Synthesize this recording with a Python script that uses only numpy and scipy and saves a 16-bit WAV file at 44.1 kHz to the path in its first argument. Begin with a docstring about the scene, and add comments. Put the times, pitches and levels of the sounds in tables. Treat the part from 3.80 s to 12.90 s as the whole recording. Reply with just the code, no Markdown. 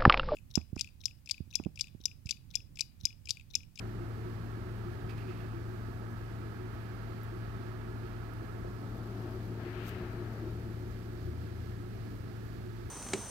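"""Tanks in a fish shop

Air pumps and filters hum, and their loose housings buzz. Air bubbles ring in the tanks and fizz at
the surface. A hand-held phone nears a tank's glass and draws back. A finger muffles its left
microphone port, lifts for a while and scuffs the case. Near the end a low engine note climbs,
as of a vehicle outside."""
import sys
import numpy as np
from scipy import signal
from scipy.fft import rfft, irfft, next_fast_len
from scipy.io import wavfile
from scipy.ndimage import map_coordinates

SR = 44100
rng = np.random.default_rng(int(sys.argv[2]) if len(sys.argv) > 2 else 0)


def store_pcm(level_fs):
    """Save levels as 16-bit WAV."""
    pcm = np.round(np.clip(level_fs, -1, 1) * 32767).astype(np.int16)
    wavfile.write(sys.argv[1], SR, np.atleast_2d(pcm).T)


N = 401310
TOP_HZ = 15800  # the highest pitch the phone keeps
# Tone colour of skin sliding on the phone: pitch_hz, level_db
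SKIN_SPECTRUM = [(1000, -27), (3500, -13), (6000, -10), (11000, -18), (12650, -3.5), (13700, -10),
                 (16000, -12.5)]


def amp(db):
    """Turn decibels into a gain to multiply by."""
    return 10 ** (np.asarray(db) / 20)


def unit(x):
    """Scale x to an average power of 1."""
    return x / np.sqrt(np.mean(x ** 2) + 1e-20)


def clock():
    """The time of every sample, in seconds."""
    return np.arange(N) / SR


def along(points, hz):
    """Read between (pitch_hz, value) points on a logarithmic pitch scale."""
    pitches, values = np.transpose(points)
    return np.interp(np.log(hz + 1), np.log(pitches + 1), values)


def curve(points):
    """Join (time_s, value) points with straight lines, one value per sample."""
    return np.interp(clock(), *np.transpose(points))


def wobble(rate):
    """A smooth curve through `rate` random values a second."""
    return map_coordinates(rng.standard_normal(int(N * rate / SR) + 4), [clock() * rate])


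def filtered(x, response):
    """Scale each frequency in x by response(hz)."""
    size = next_fast_len(N + SR // 2)
    return irfft(rfft(x, size) * response(np.fft.rfftfreq(size, 1 / SR)), size)[..., :N]


def coloured(x, spectrum):
    """Give x a tone colour, at an average power of 1."""
    return unit(filtered(x, lambda hz: amp(along(spectrum, hz))))


def diffuse(pair, spectrum):
    """Blend two noises into sound from all around: the ports hear alike only in the bass."""
    # How alike left and right are: pitch_hz, likeness (1 = the same)
    likeness = [(100, 0.79), (250, 1), (450, 0.87), (700, 0.38), (1300, 0.02), (16000, 0.15)]

    def weights(hz):
        angle = np.arccos(np.clip(along(likeness, hz), -1, 1)) / 2
        return np.array([np.cos(angle), np.sin(angle)])

    mid, side = filtered(pair, weights)
    return coloured(np.array([mid + side, mid - side]), spectrum)


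def room_rumble(level_db):
    """A low, gently wavering noise fills the shop."""
    # Tone colour of the rumble: pitch_hz, level_db
    spectrum = [(15, -21), (33, -19), (46, -5), (60, -6.5), (78, -2.5), (100, -4.5), (135, -6), (180, -4.5),
                (255, -9), (330, -7.5), (420, -8), (540, -19), (900, -48.5)]
    return amp(level_db + 0.83 * wobble(5)) * diffuse(rng.standard_normal((2, N)), spectrum)


def vehicle(climb_hz_per_s):
    """A far engine gathers speed; only its two lowest tones pass the walls."""
    # How the engine swells and fades: time_s, level_db
    loudness = [(5.7, -80), (6.8, -50), (7.25, -54), (7.5, -43.5), (8.2, -54.5), (8.6, -75)]
    firing_hz = 71.4 + climb_hz_per_s * (clock() - 6.4)
    phase = 2 * np.pi * np.cumsum(firing_hz) / SR + 0.19 * wobble(8.8)
    return np.sqrt(2) * amp(curve(loudness)) * (np.sin(phase) + amp(-11.5) * np.sin(2 * phase))


def creep(ticks_per_s):
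    """The grip creeps on the case in tiny ticks, louder once the hand has shifted."""
    ticks = (rng.random(N) < ticks_per_s / SR) * rng.standard_normal(N)
    level_db = curve([(4.7, -79), (5.2, -72)]) + 1.6 * wobble(10)
    return amp(level_db) * coloured(ticks, SKIN_SPECTRUM)


def stroke(peak_s, db, rise_s, fade_s):
    """A loudness curve that swells, then dies away. Every fade_s is the time to fall 60 dB."""
    t = clock()
    away = np.maximum((peak_s - t) / rise_s, (t - peak_s) / fade_s)
    return amp(db - 60 * np.minimum(away, 2))


def scuffs():
    """Skin drags on the phone: dull rubs on the case, thin hisses at the right port's rim."""
    # A finger catches and rubs: peak_s, level_db, rise_s, fade_s
    rub_strokes = [(1.296, -48, 0.03, 0.17), (1.378, -54.5, .06, 0.69), (1.497, -56, 0.11, 0.33),
                   (1.57, -60.5, .04, 0.87), (6.1, -59, 0.5, 0.79)]
    # Skin slips at the rim: peak_s, level_db, rise_s
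    slip_strokes = [(2.31, -60, .01), (3.432, -63, .012), (5.65, -65, .02), (6.083, -51, 0.21)]
    # Tone colour of the rubbed case: pitch_hz, level_db
    case_spectrum = [(500, -26), (1700, -2), (2100, 2), (2560, 11), (2950, -1), (3300, -4), (3900, -7),
                     (4650, -3), (5400, -10), (6500, -16), (12000, -18)]
    grip = amp(2.0 * wobble(400))
    rubs = sum(stroke(*row) for row in rub_strokes)
    slips = sum(stroke(*row, fade_s=0.13) for row in slip_strokes)
    case_noise = coloured(rng.standard_normal(N), case_spectrum)
    skin_noise = coloured(rng.standard_normal(N), SKIN_SPECTRUM)
    return grip * (rubs * case_noise + slips * skin_noise)


def clicks(fade_s):
    """The case snaps under the grip; the smaller the contact, the thinner the click."""
    # Snaps of the case: start_s, level_db, thin_below_hz
    snaps = [(1.294, -45, 2400), (3.433, -28, 12500), (3.441, -34, 11800), (3.447, -41, 11800),
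             (4.537, -31, 7500), (6.0925, -26, 2020)]
    # Tone colour of a click: pitch_hz, level_db
    spectrum = [(1000, -6), (2600, 5), (4500, 4), (7000, -2), (11000, 0), (12800, 7), (14000, 1.5),
                (16000, 0)]
    out, t = np.zeros(N + SR), np.arange(SR // 50) / SR
    for start_s, db, hz in snaps:
        snap = rng.standard_normal(len(t)) * amp(-60 * t / fade_s)
        snap /= np.linalg.norm(snap)
        thin = signal.butter(4, min(hz, TOP_HZ), "high", fs=SR, output="sos")
        out[round(start_s * SR):][:len(t)] += amp(db) * signal.sosfilt(thin, snap)
    return filtered(out[:N], lambda hz: amp(along(spectrum, hz)))


def bumps(fade_s):
    """The fingertip shifts and softly pats the left port."""
    # Fingertip pats: start_s, level_db, dull_above_hz
    pats = [(4.848, -35, 550), (4.868, -45, 500), (4.902, -52, 2600)]
    out, t = np.zeros(N), clock()
    for start_s, db, dull_hz in pats:
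        thud = unit(filtered(rng.standard_normal(N), lambda hz: 1 / (1 + (hz / dull_hz) ** 3)))
        out += (t > start_s) * stroke(start_s, db, fade_s, fade_s) * thud
    return out


def tones(lines, waver_db, drift):
    """Add up steady tones that waver a little in level and phase."""
    out, t = np.zeros(N), clock()
    for hz, db in lines:
        gain = np.sqrt(2) * amp(db + waver_db * wobble(2.085))
        out += gain * np.sin(2 * np.pi * (hz * t + rng.random()) + drift * wobble(0.86))
    return out


def rattle(overtone, fade_s, knock_hz=99.975, beat_hz=11.63):
    """A loose housing knocks twice per cycle of the mains power, swayed by a slow beat."""
    # Where the housing rings: pitch_hz, width_hz, level_db
    resonances = [(1210, 110, -10), (1277, 76, 3), (1634, 120, 0)]

    def housing(hz):
        body = sum((-1) ** k * amp(db) * 1j * hz * width / (pitch ** 2 - hz ** 2 + 1j * hz * width)
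                   for k, (pitch, width, db) in enumerate(resonances))
        return body / (1 + (hz / 2200) ** 6)

    knock_s = np.arange(0, N / SR, 1 / knock_hz)
    beat = 2 * np.pi * beat_hz * knock_s
    force = np.cos(beat) + np.sin(2 * beat) + overtone * (np.cos(3 * beat) + np.sin(4 * beat))
    knocks = np.bincount((knock_s * SR).astype(int), force, N)
    ring = filtered(knocks, housing)
    t = np.arange(SR // 2) / SR
    echo = rng.standard_normal((2, len(t))) * amp(-60 * t / fade_s)  # the aisles smear the knocks
    return unit(signal.fftconvolve(ring[None], echo, axes=1)[:, :N])


def pumps(buzz_db):
    """The pumps hum deeply and their housings buzz."""
    # Tones of the pumps and the mains power: pitch_hz, level_db
    hum_tones = [(25, -69), (47.4, -55.5), (50, -63), (61.6, -65.5), (76.8, -64), (88.4, -57),
                 (111.6, -43.5), (200, -61), (234.5, -56.5), (288.4, -59.5), (299.9, -66), (468.9, -73)]
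    # Tones of the housings: pitch_hz, level_db
    buzz_tones = [(658.4, -70), (799.8, -77), (888.2, -68.5), (911.7, -74), (1088.1, -73), (1099.7, -71),
                  (1149.7, -69.5), (1199.7, -76), (1276.5, -73), (1288.1, -73), (1299.7, -63.5),
                  (1399.6, -66), (1499.6, -73.5), (1599.6, -68), (1699.6, -67.5), (1776.4, -83),
                  (1811.2, -78)]
    # The phone drifts through loud and quiet spots of the hum: time_s, gain_db
    hum_gain = [(0, -0.2), (1.2, 0.1), (3.5, -1.5), (5.3, -0.7), (6.8, -1.2), (8.7, -1.3)]
    hum = tones(hum_tones, waver_db=0.63, drift=0.19)
    buzz = tones(buzz_tones, waver_db=0.2, drift=0.15) + amp(-62.5) * rattle(overtone=0.31, fade_s=0.21)
    toward_left = amp([[0.5], [0]])  # where the housings stand
    return amp(curve(hum_gain)) * hum + amp(buzz_db) * toward_left * buzz


def water(splash_db, fizz_db, pops_per_s):
    """The stirred surface splashes softly and countless tiny bubbles burst on it."""
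    # Tone colour of the splashing: pitch_hz, level_db
    splash_spectrum = [(300, -15.5), (520, -3.5), (680, 2.5), (820, 1.3), (1000, -1.5), (1320, 3),
                       (1450, -0.9), (1680, -0.5), (2200, -8), (3000, -15.5), (4000, -26.5), (8000, -49)]
    # Tone colour of the bursting bubbles: pitch_hz, level_db
    fizz_spectrum = [(400, -10), (1500, 5), (2400, 3.5), (3500, 0.4), (4600, 2), (6000, -6.5), (8000, -13),
                     (10500, -19), (11600, -11), (12700, -6.5), (14200, -10), (16000, -24)]
    splash = amp(splash_db + 0.26 * wobble(10)) * diffuse(rng.standard_normal((2, N)), splash_spectrum)
    pops = (rng.random((2, N)) < pops_per_s / SR) * rng.standard_normal((2, N))
    fizz = diffuse(rng.standard_normal((2, N)) + 0.5 * unit(pops), fizz_spectrum)
    return splash + amp(fizz_db + 0.58 * wobble(8.9)) * fizz


def bubble(hz, fade_s):
    """A pocket of air rings for a moment in the tank."""
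    t = np.arange(SR // 3) / SR
    return np.sin(2 * np.pi * hz * t) * amp(-60 * t / fade_s) * (1 - np.exp(-t / 0.02))


def gurgle(centre_hz, scatter, fade_s, count):
    """Bubbles leave the air tubes at random moments and ring at nearly one pitch."""
    starts = (rng.random(count) * N).astype(int)
    pitch_hz = centre_hz * np.exp(scatter * rng.standard_normal((count, 1)))
    rings = rng.uniform(0.64, 1, (count, 1)) * bubble(pitch_hz, fade_s)
    positions = starts[:, None] + np.arange(rings.shape[1])
    return unit(np.bincount(positions.ravel(), rings.ravel(), N)[:N])


def gulps(fade_s, gain_db):
    """Now and then a larger bubble stands out."""
    # The largest gulps of air: start_s, level_db, pitch_hz
    large_bubbles = [(0.193, -37, 348), (0.441, -38.5, 358), (0.78, -44, 367), (1.06, -36.5, 359),
                     (1.47, -40.5, 364), (1.729, -36, 340), (2.62, -41.5, 333), (3.511, -40.5, 331),
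                     (4.22, -39, 364), (4.61, -41, 338), (4.835, -36, 357), (5.136, -43, 367),
                     (5.434, -43, 338), (5.445, -54, 616), (5.847, -36.5, 355), (6.12, -42, 368),
                     (6.195, -36.5, 353.7), (6.265, -42, 355), (6.378, -41, 368.4), (6.611, -40.5, 323),
                     (6.648, -50, 612), (6.654, -40.5, 371), (6.84, -46, 340), (7.469, -36.5, 352),
                     (8.837, -37.5, 367)]
    out = np.zeros(N + SR)
    for start_s, db, hz in large_bubbles:
        ring = bubble(hz, fade_s)
        out[round(start_s * SR):][:len(ring)] += amp(db + gain_db) * ring / np.abs(ring).max()
    return out[:N]


def by_glass(x, depth_db):
    """Sound bouncing off the glass weakens a band of pitches, lower as the phone backs away."""
    # From the phone to the tank's glass: time_s, distance_m
    distances = [(0, 0.025), (1.4, 0.019), (2, 0.029), (2.6, 0.021), (3.5, 0.017), (4.4, .021),
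                 (4.75, 0.023), (5.1, .045), (5.6, 0.083), (6.5, .098), (7.3, 0.11), (9.1, 0.1)]
    hz, t, slices = signal.stft(x, SR, nperseg=512)
    distance_m = np.interp(t, *np.transpose(distances))
    half_waves = 4 * hz[:, None] * distance_m / 343  # there and back, at 343 m/s
    gain = amp(depth_db * (np.sinc(half_waves) - 1))
    return signal.istft(slices * gain, SR, nperseg=512)[1][:, :N]


def under_finger(x, lift_db, leak_db, open_port_hz=3230):
    """A finger muffles the port; as it lifts, more treble gets in and the hollow below rings higher."""
    # What the gap under the finger lets through: time_s, dull_above_hz
    gap = [(0, 182), (4.6, 153), (4.98, 174), (5.14, 510), (5.33, 636), (5.48, 1400), (5.58, 590),
           (5.775, 620), (5.81, 2800), (5.92, 4400), (6.06, 10200), (6.28, 2100), (6.67, 865), (6.75, 450),
           (7.1, 245), (9.1, 101)]
    hz, t, slices = signal.stft(x, SR, nperseg=1024)
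    hz = hz[:, None]
    gap_s, gap_hz = np.transpose(gap)
    dull_hz = np.exp(np.interp(t, gap_s, np.log(gap_hz)))
    hollow_hz = open_port_hz * dull_hz / (dull_hz + 690)
    through = amp(lift_db) / (1 + 1j * hz / dull_hz - (hz / hollow_hz) ** 2)
    leak = amp(leak_db) / (1 + 1j * hz / 3500) * hz / (hz + 1800)  # a little always slips past
    return signal.istft(slices * (through - 1j * leak), SR, nperseg=1024)[1][:N]


def scene():
    """The shop and the hand, as heard at the phone's left and right ports."""
    t = clock()
    far = np.clip(1 - t / 2.6, 0, 1)  # the phone first drifts closer to the housings
    facing = np.exp(-((t - 3.64) / 0.72) ** 2)  # it faces the filters, where the bass is weaker
    turned = np.clip((t - 5.2) / 0.38 + 0.5, 0, 1)  # then it swings away from the housings
    bass_db = -1.0 * facing
    buzz_db = 2.5 - 3 * far - 2.5 * turned
    rumble = room_rumble(level_db=-46.5 + bass_db)
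    big = amp(-52.5 + bass_db) * gurgle(centre_hz=359.9, scatter=0.0311, fade_s=0.26, count=700)
    small = amp(-64.5) * gurgle(centre_hz=674.5, scatter=0.051, fade_s=0.13, count=700)
    surface = water(splash_db=-51.0, fizz_db=-56.0, pops_per_s=1500)
    tanks = big + gulps(fade_s=0.25, gain_db=-4.0) + small + surface
    shop = rumble + pumps(buzz_db) + tanks + vehicle(climb_hz_per_s=8.5)
    left, right = by_glass(shop, depth_db=4.0)
    hand = scuffs() + clicks(fade_s=0.0038)
    through_case = amp(-17.5) * filtered(hand, lambda hz: 1 / (1 + (hz / 9500) ** 6))
    left = under_finger(left, lift_db=4, leak_db=-21) + bumps(fade_s=0.04) + through_case
    return np.array([left, right + hand + creep(ticks_per_s=300)])


def record(dry):
    """The phone adds its own faint hiss and cuts off the highest treble."""
    # Tone colour of the hiss: pitch_hz, level_db
    spectrum = [(100, -29), (1000, 2), (3000, 3.5), (8000, 0.5), (16000, -2.5)]
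    hiss = amp([[-66.5], [-73]]) * coloured(rng.standard_normal((2, N)), spectrum)
    return filtered(dry + hiss, lambda hz: hz < TOP_HZ)


dry = scene()
out = record(dry)
store_pcm(out)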